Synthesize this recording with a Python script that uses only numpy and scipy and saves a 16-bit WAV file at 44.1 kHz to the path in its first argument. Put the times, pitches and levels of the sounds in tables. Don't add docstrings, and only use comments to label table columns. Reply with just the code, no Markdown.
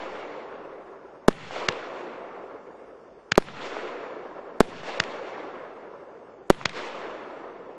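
import sys
import numpy as np
from scipy import signal
from scipy.io import wavfile

SR = 44100
rng = np.random.default_rng(int(sys.argv[2]) if len(sys.argv) > 2 else 0)


def voltage_ratio(decibels):
    exponent = np.asarray(decibels, float) / 20
    return 10 ** exponent


def wav_out(sig):
    wavfile.write(sys.argv[1], SR, np.round(np.clip(np.atleast_2d(sig).T, -1, 1) * 32767).astype(np.int16))


N = 343085

# (time [s], blast length [ms], boom [Hz], ground echo lag [ms])
BURSTS = [
    (1.28345, 1.63, 297, 4.53),
    (3.37891, 2.3, 380, 4.75),
    (4.60576, 1.29, 295, 4.40),
    (6.50237, 2.0, 354, 5.04),
]
# (time [s], overpressure [dB], ground echo lag [ms], ground echo share [ratio])
LIFTS = [
    (1.68764, 13.8, .52, .28),
    (3.32016, 13.8, .61, .55),
    (5.00141, 14.2, .6, .39),
    (6.65723, 11.8, .45, .36),
]
# (time [s], peak [dB], centre [Hz])
ECHOES = [(1.327, -35, 1700), (1.383, -33, 895), (1.508, -25.5, 1000), (1.723, -26.5, 2300),
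          (2.205, -36, 700), (3.355, -23, 2000), (3.423, -33.5, 1690), (3.485, -30.5, 1280),
          (3.569, -32, 1200), (3.605, -31.5, 880), (3.766, -22.5, 600), (3.787, -26, 600),
          (4.139, -40, 890), (4.649, -41, 1300), (4.705, -41, 900), (4.832, -31.5, 1110),
          (5.037, -25, 2520), (6.546, -37, 1500), (6.612, -28.5, 990), (6.693, -28, 2510), (6.73, -39, 900)]
RUSH_HZ = (135, 420, 1350, 4250)
# (frequency [Hz], density [dB per Hz])
RUSH_COLOUR_DB = [(40, -20.5), (86, -13), (146, 0), (226, -2), (335, 0.5), (496, 2.5), (752, -1.5),
                  (1110, 0.5), (1400, -3), (2030, 1), (3620, 0.5), (6450, -11), (8120, -29.5),
                  (9500, -40.5)]
# (frequency [Hz], density [dB per Hz])
NIGHT_COLOUR_DB = [(30, -14), (60, -22.5), (150, -24), (1000, -22.5), (3800, -42.5), (4600, -39.5),
                   (5600, -36), (6500, -40.5), (8500, -39), (11500, -40)]
# (frequency [Hz], density [dB per Hz])
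GATE_FLOOR_DB = [(2500, -125), (4000, -114), (5700, -112), (6500, -113), (7600, -110), (9500, -109),
                 (11500, -107)]
BURST_RETURN_DB = [-0.13, 0.19, -1.0, -0.36, -0.54]
LIFT_RETURN_DB = [-10.5, -13, -9.5, -10.5, -15]
# (time after shot [s], level [dB])
NEAR_LAND = [(.008, -20), (.022, 2), (.058, -5.5), (.09, 0.5), (.125, 1.5), (.2, 5), (.3, -4.9)]
# (time after shot [s], level [dB])
FAR_LAND = [(.221, -40), (.228, -8), (.25, -4.5), (.28, 0.5), (.32, -1.5), (.5, 0.5), (.9, 1), (1.4, -1),
            (2.1, -4)]
# (near level [dB], near fade [dB per s], far level [dB], far fade [dB per s])
RUSH_LAW = [(-46.5, 39, -59.5, 5.5), (-53, 23, -34.5, 7), (-48, 10, -34, 13), (-53, 18.5, -31, 46)]
LIFT_TILT_DB = (-5, -2.5, 1.5, -3)

NIGHT_DB = -60.5
BURST_DB, BURST_GROUND_SHARE = 13.3, .39
LIFT_MS, LIFT_HZ = .078, 114
EARLIER_BURST_S, EARLIER_RETURN_S, EARLIER_LIFT_S = -0.33, -0.48, -0.088


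def in_time(points, t):
    s, db = np.transpose(points)
    return np.interp(t, s, db, left=-200)


def at_hz(points, hz):
    points_hz, db = np.transpose(points)
    return np.interp(np.log(hz), np.log(points_hz), db)


def drift(rate_hz):
    r = np.exp(-80 * np.pi * rate_hz / SR)
    noise = rng.standard_normal(N // 40 + 2002)
    slow = signal.lfilter([1], [1, -2 * r, r * r], noise)[2000:]
    return np.interp(np.arange(N) / 40, np.arange(len(slow)), slow / slow.std())


def dull(x, hz):
    r = np.exp(-2 * np.pi * hz / SR)
    return signal.lfilter([1 - r], [1, -r], x)


def bass_cut(x, hz, q):
    w = 2 * np.pi * hz / SR
    a, c = np.sin(w) / (2 * q), np.cos(w)
    return signal.lfilter([(1 + c) / 2, -1 - c, (1 + c) / 2], [1 + a, -2 * c, 1 - a], x)


def band(x, low_hz, high_hz):
    return signal.sosfilt(signal.butter(2, [low_hz, high_hz], "band", fs=SR, output="sos"), x)


def steep_cut(x, hz, depth_db):
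    return signal.sosfiltfilt(signal.cheby2(8, depth_db / 2, hz, fs=SR, output="sos"), x)


def add(out, s, x):
    i = int(s * SR)
    out[i:i + len(x)] += x[:N - i]


def noise_bands():
    white = rng.standard_normal((2, N))
    edges_hz = 35 * 2 ** np.arange(0, 8.4, 1 / 3)
    pairs = enumerate(zip(edges_hz, edges_hz[1:]))
    return [(np.sqrt(low * high), band(white[k % 2], low, high)) for k, (low, high) in pairs]


def returns_db():
    t = np.arange(0, N + 32, 32) / SR
    near_db, near_fade, far_db, far_fade = np.transpose(RUSH_LAW)[:, :, None]
    tilt_db = np.array(LIFT_TILT_DB)[:, None]
    burst_s = [EARLIER_RETURN_S] + [row[0] for row in BURSTS]
    lift_s = [EARLIER_LIFT_S] + [row[0] for row in LIFTS]
    returns = list(zip(burst_s, BURST_RETURN_DB))
    returns += [(s, db + tilt_db) for s, db in zip(lift_s, LIFT_RETURN_DB)]
    power = 1e-14
    for s, db in returns:
        late = np.maximum(t - s, 0)
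        power = power + voltage_ratio(db + near_db - near_fade * late + in_time(NEAR_LAND, late)) ** 2
        power = power + voltage_ratio(db + far_db - far_fade * late + in_time(FAR_LAND, late)) ** 2
    return np.array([np.interp(np.arange(N) / SR, t, 10 * np.log10(p)) for p in power])


def rush_and_night(lumps_db, own_db):
    widths_db = 10 * np.log10([[110], [450], [1100], [3000]])
    per_hz_db = returns_db() - widths_db + 10 * np.log10(SR / 2)
    lumps, rush, night = drift(28), 0, 0
    anchors = np.arange(len(RUSH_HZ))
    for hz, noise in noise_bands():
        place = np.interp(np.log(hz), np.log(RUSH_HZ), anchors)
        shares = np.clip(1 - np.abs(place - anchors), 0, 1)
        common_db = lumps_db * lumps * (1 - shares[-1])
        patchy_db = common_db + own_db * drift(16)
        rush = rush + voltage_ratio(shares @ per_hz_db + at_hz(RUSH_COLOUR_DB, hz) + patchy_db) * noise
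        night = night + voltage_ratio(at_hz(NIGHT_COLOUR_DB, hz)) * noise[::-1]
    return rush + voltage_ratio(NIGHT_DB) * night / night.std()


def near_scatter(db, t60, low_hz, high_hz):
    t = np.arange(N) / SR
    fading = 0
    for row in BURSTS:
        decay = voltage_ratio(-60 * np.maximum(t - row[0], 0) / t60)
        fading = fading + (t > row[0] + .018) * decay
    return voltage_ratio(db) * fading * band(rng.standard_normal(N), low_hz, high_hz)


def treble_gate(x, masked_db):
    frame = dict(fs=SR, window="cosine", nperseg=4096, noverlap=2048, scaling="psd")
    hz, _, lines = signal.stft(x, **frame)
    size = np.abs(lines)
    floor = voltage_ratio(at_hz(GATE_FLOOR_DB, np.maximum(hz, 1)) + 3.5)[:, None]
    top_share = np.clip((hz[:, None] - 7000) / 2500, 0, 1)
    loud_floor = voltage_ratio(masked_db) * size.mean(axis=0) * top_share
    keep = (size > floor + loud_floor) | (hz[:, None] < GATE_FLOOR_DB[0][0])
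    return signal.istft(lines * keep, **frame)[1][:N]


def masking(depth_db, width_ms):
    ms, gain_db = np.arange(N) / SR * 1000, np.zeros(N)
    for row in BURSTS + LIFTS:
        gap_ms = row[0] * 1000 - 11
        gain_db += depth_db * np.exp(-((ms - gap_ms) / width_ms) ** 4)
    return voltage_ratio(gain_db)


def far_field():
    far = rush_and_night(lumps_db=1.11, own_db=1.53)
    far += near_scatter(db=-53.5, t60=0.5, low_hz=6060, high_hz=11400)
    far = treble_gate(far, masked_db=-20)
    bass = steep_cut(far, hz=2600, depth_db=40)
    return bass + (far - bass) * masking(depth_db=-25, width_ms=3.5)


def echoes():
    out, t = np.zeros(N), np.arange(900) / SR
    for (s, db, hz), noise in zip(ECHOES, rng.standard_normal((len(ECHOES), len(t)))):
        puff = band(noise * (t / .001) * np.exp(-t / .001), hz / 2.2, hz * 2.1)
        puff = dull(dull(puff, 1.6 * hz), 5000)
        add(out, s, voltage_ratio(db + 1.5) * puff / np.abs(puff).max())
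    return steep_cut(out, hz=10400, depth_db=44.5)


def blast(t, ms, damping):
    u = np.maximum(t, 0) / (ms / 1000)
    return -(1 - u) * np.exp(-damping * u) * np.clip(t * SR + .5, 0, 1)


def shots(table, damping, q, air_hz, ground_hz):
    out = np.zeros(N)
    for s, db, ms, hz, lag_ms, share in table:
        t = np.arange(4000) / SR - (s * SR % 1) / SR
        direct = dull(blast(t, ms, damping), air_hz)
        echo = dull(dull(blast(t - lag_ms / 1000, ms, damping), ground_hz), ground_hz)
        add(out, s, voltage_ratio(db) * bass_cut(direct + share * echo, hz, q))
    return out


def smear(table, db, before_ms, after_ms, low_hz, high_hz):
    lead = 400
    out, ms = np.zeros(N), np.arange(-lead, 2 * lead) / SR * 1000
    shape = np.exp(-(ms / np.where(ms < 0, before_ms, after_ms)) ** 4)
    shape *= 1 - np.exp(-(ms / .3) ** 2)
    for row, noise in zip(table, rng.standard_normal((len(table), len(ms)))):
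        ragged = dull(band(noise, low_hz, high_hz), high_hz)
        add(out, row[0] - lead / SR, voltage_ratio(db) * shape * ragged)
    return out


def thump(table, db, hz, t60, late_ms):
    out, t = np.zeros(N), np.arange(3000) / SR
    for row in table:
        add(out, row[0] + late_ms / 1000, -voltage_ratio(db - 60 * t / t60) * np.sin(2 * np.pi * hz * t))
    return out


def overload(x, hardness):
    return x / (1 + np.abs(x) ** hardness) ** (1 / hardness)


def offset():
    out = np.zeros(N)
    for s in [EARLIER_BURST_S] + [row[0] for row in BURSTS]:
        t = np.maximum(np.arange(N) / SR - s - .0004, 0)
        push = .046 * np.exp(-t / .033) + .16 * np.exp(-t / .003)
        swing = .012 * np.exp(-t / .3) * np.sin(np.pi * t / .75)
        out += (1 - np.exp(-t / .001)) * push - swing
    return out


def lift_charges():
    table = [(s, db, LIFT_MS, LIFT_HZ, lag_ms, share) for s, db, lag_ms, share in LIFTS]
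    out = overload(shots(table, damping=1, q=4, air_hz=2000, ground_hz=3600), hardness=6)
    out += smear(LIFTS, db=-11, before_ms=2.6, after_ms=3.2, low_hz=800, high_hz=4500)
    out += smear(LIFTS, db=-27, before_ms=6, after_ms=10, low_hz=600, high_hz=4000)
    top = band(band(out, 10200, 11300), 10200, 11300)
    out = steep_cut(out, hz=8600, depth_db=60) + voltage_ratio(-15) * top
    return 1.03 * out + thump(LIFTS, db=-26.0, hz=160, t60=0.036, late_ms=2.36)


def shell_bursts():
    table = [(s, BURST_DB, ms, hz, lag_ms, BURST_GROUND_SHARE) for s, ms, hz, lag_ms in BURSTS]
    out = .96 * overload(shots(table, damping=2.24, q=.97, air_hz=3400, ground_hz=900), hardness=4.5)
    out += smear(BURSTS, db=-18, before_ms=4, after_ms=8, low_hz=700, high_hz=2800)
    out += smear(BURSTS, db=-25, before_ms=3.8, after_ms=5.1, low_hz=3000, high_hz=8680)
    out -= 0.56 * (steep_cut(out, hz=11200, depth_db=42) - steep_cut(out, hz=9400, depth_db=39.5))
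    out += smear(BURSTS, db=-33, before_ms=4.2, after_ms=14, low_hz=600, high_hz=5000)
    out += smear(BURSTS, db=-26, before_ms=3.5, after_ms=4.5, low_hz=10520, high_hz=12300)
    return out


def scene():
    return np.array([far_field() + echoes() + lift_charges() + shell_bursts()])


def low_pass(x):
    return signal.sosfilt(signal.butter(12, 16450, fs=SR, output="sos"), x)


def record(dry):
    kept = steep_cut(dry, hz=11970, depth_db=11)
    mix = np.clip(kept + offset(), -1, 1)
    return low_pass(mix)


dry = scene()
out = record(dry)
wav_out(out)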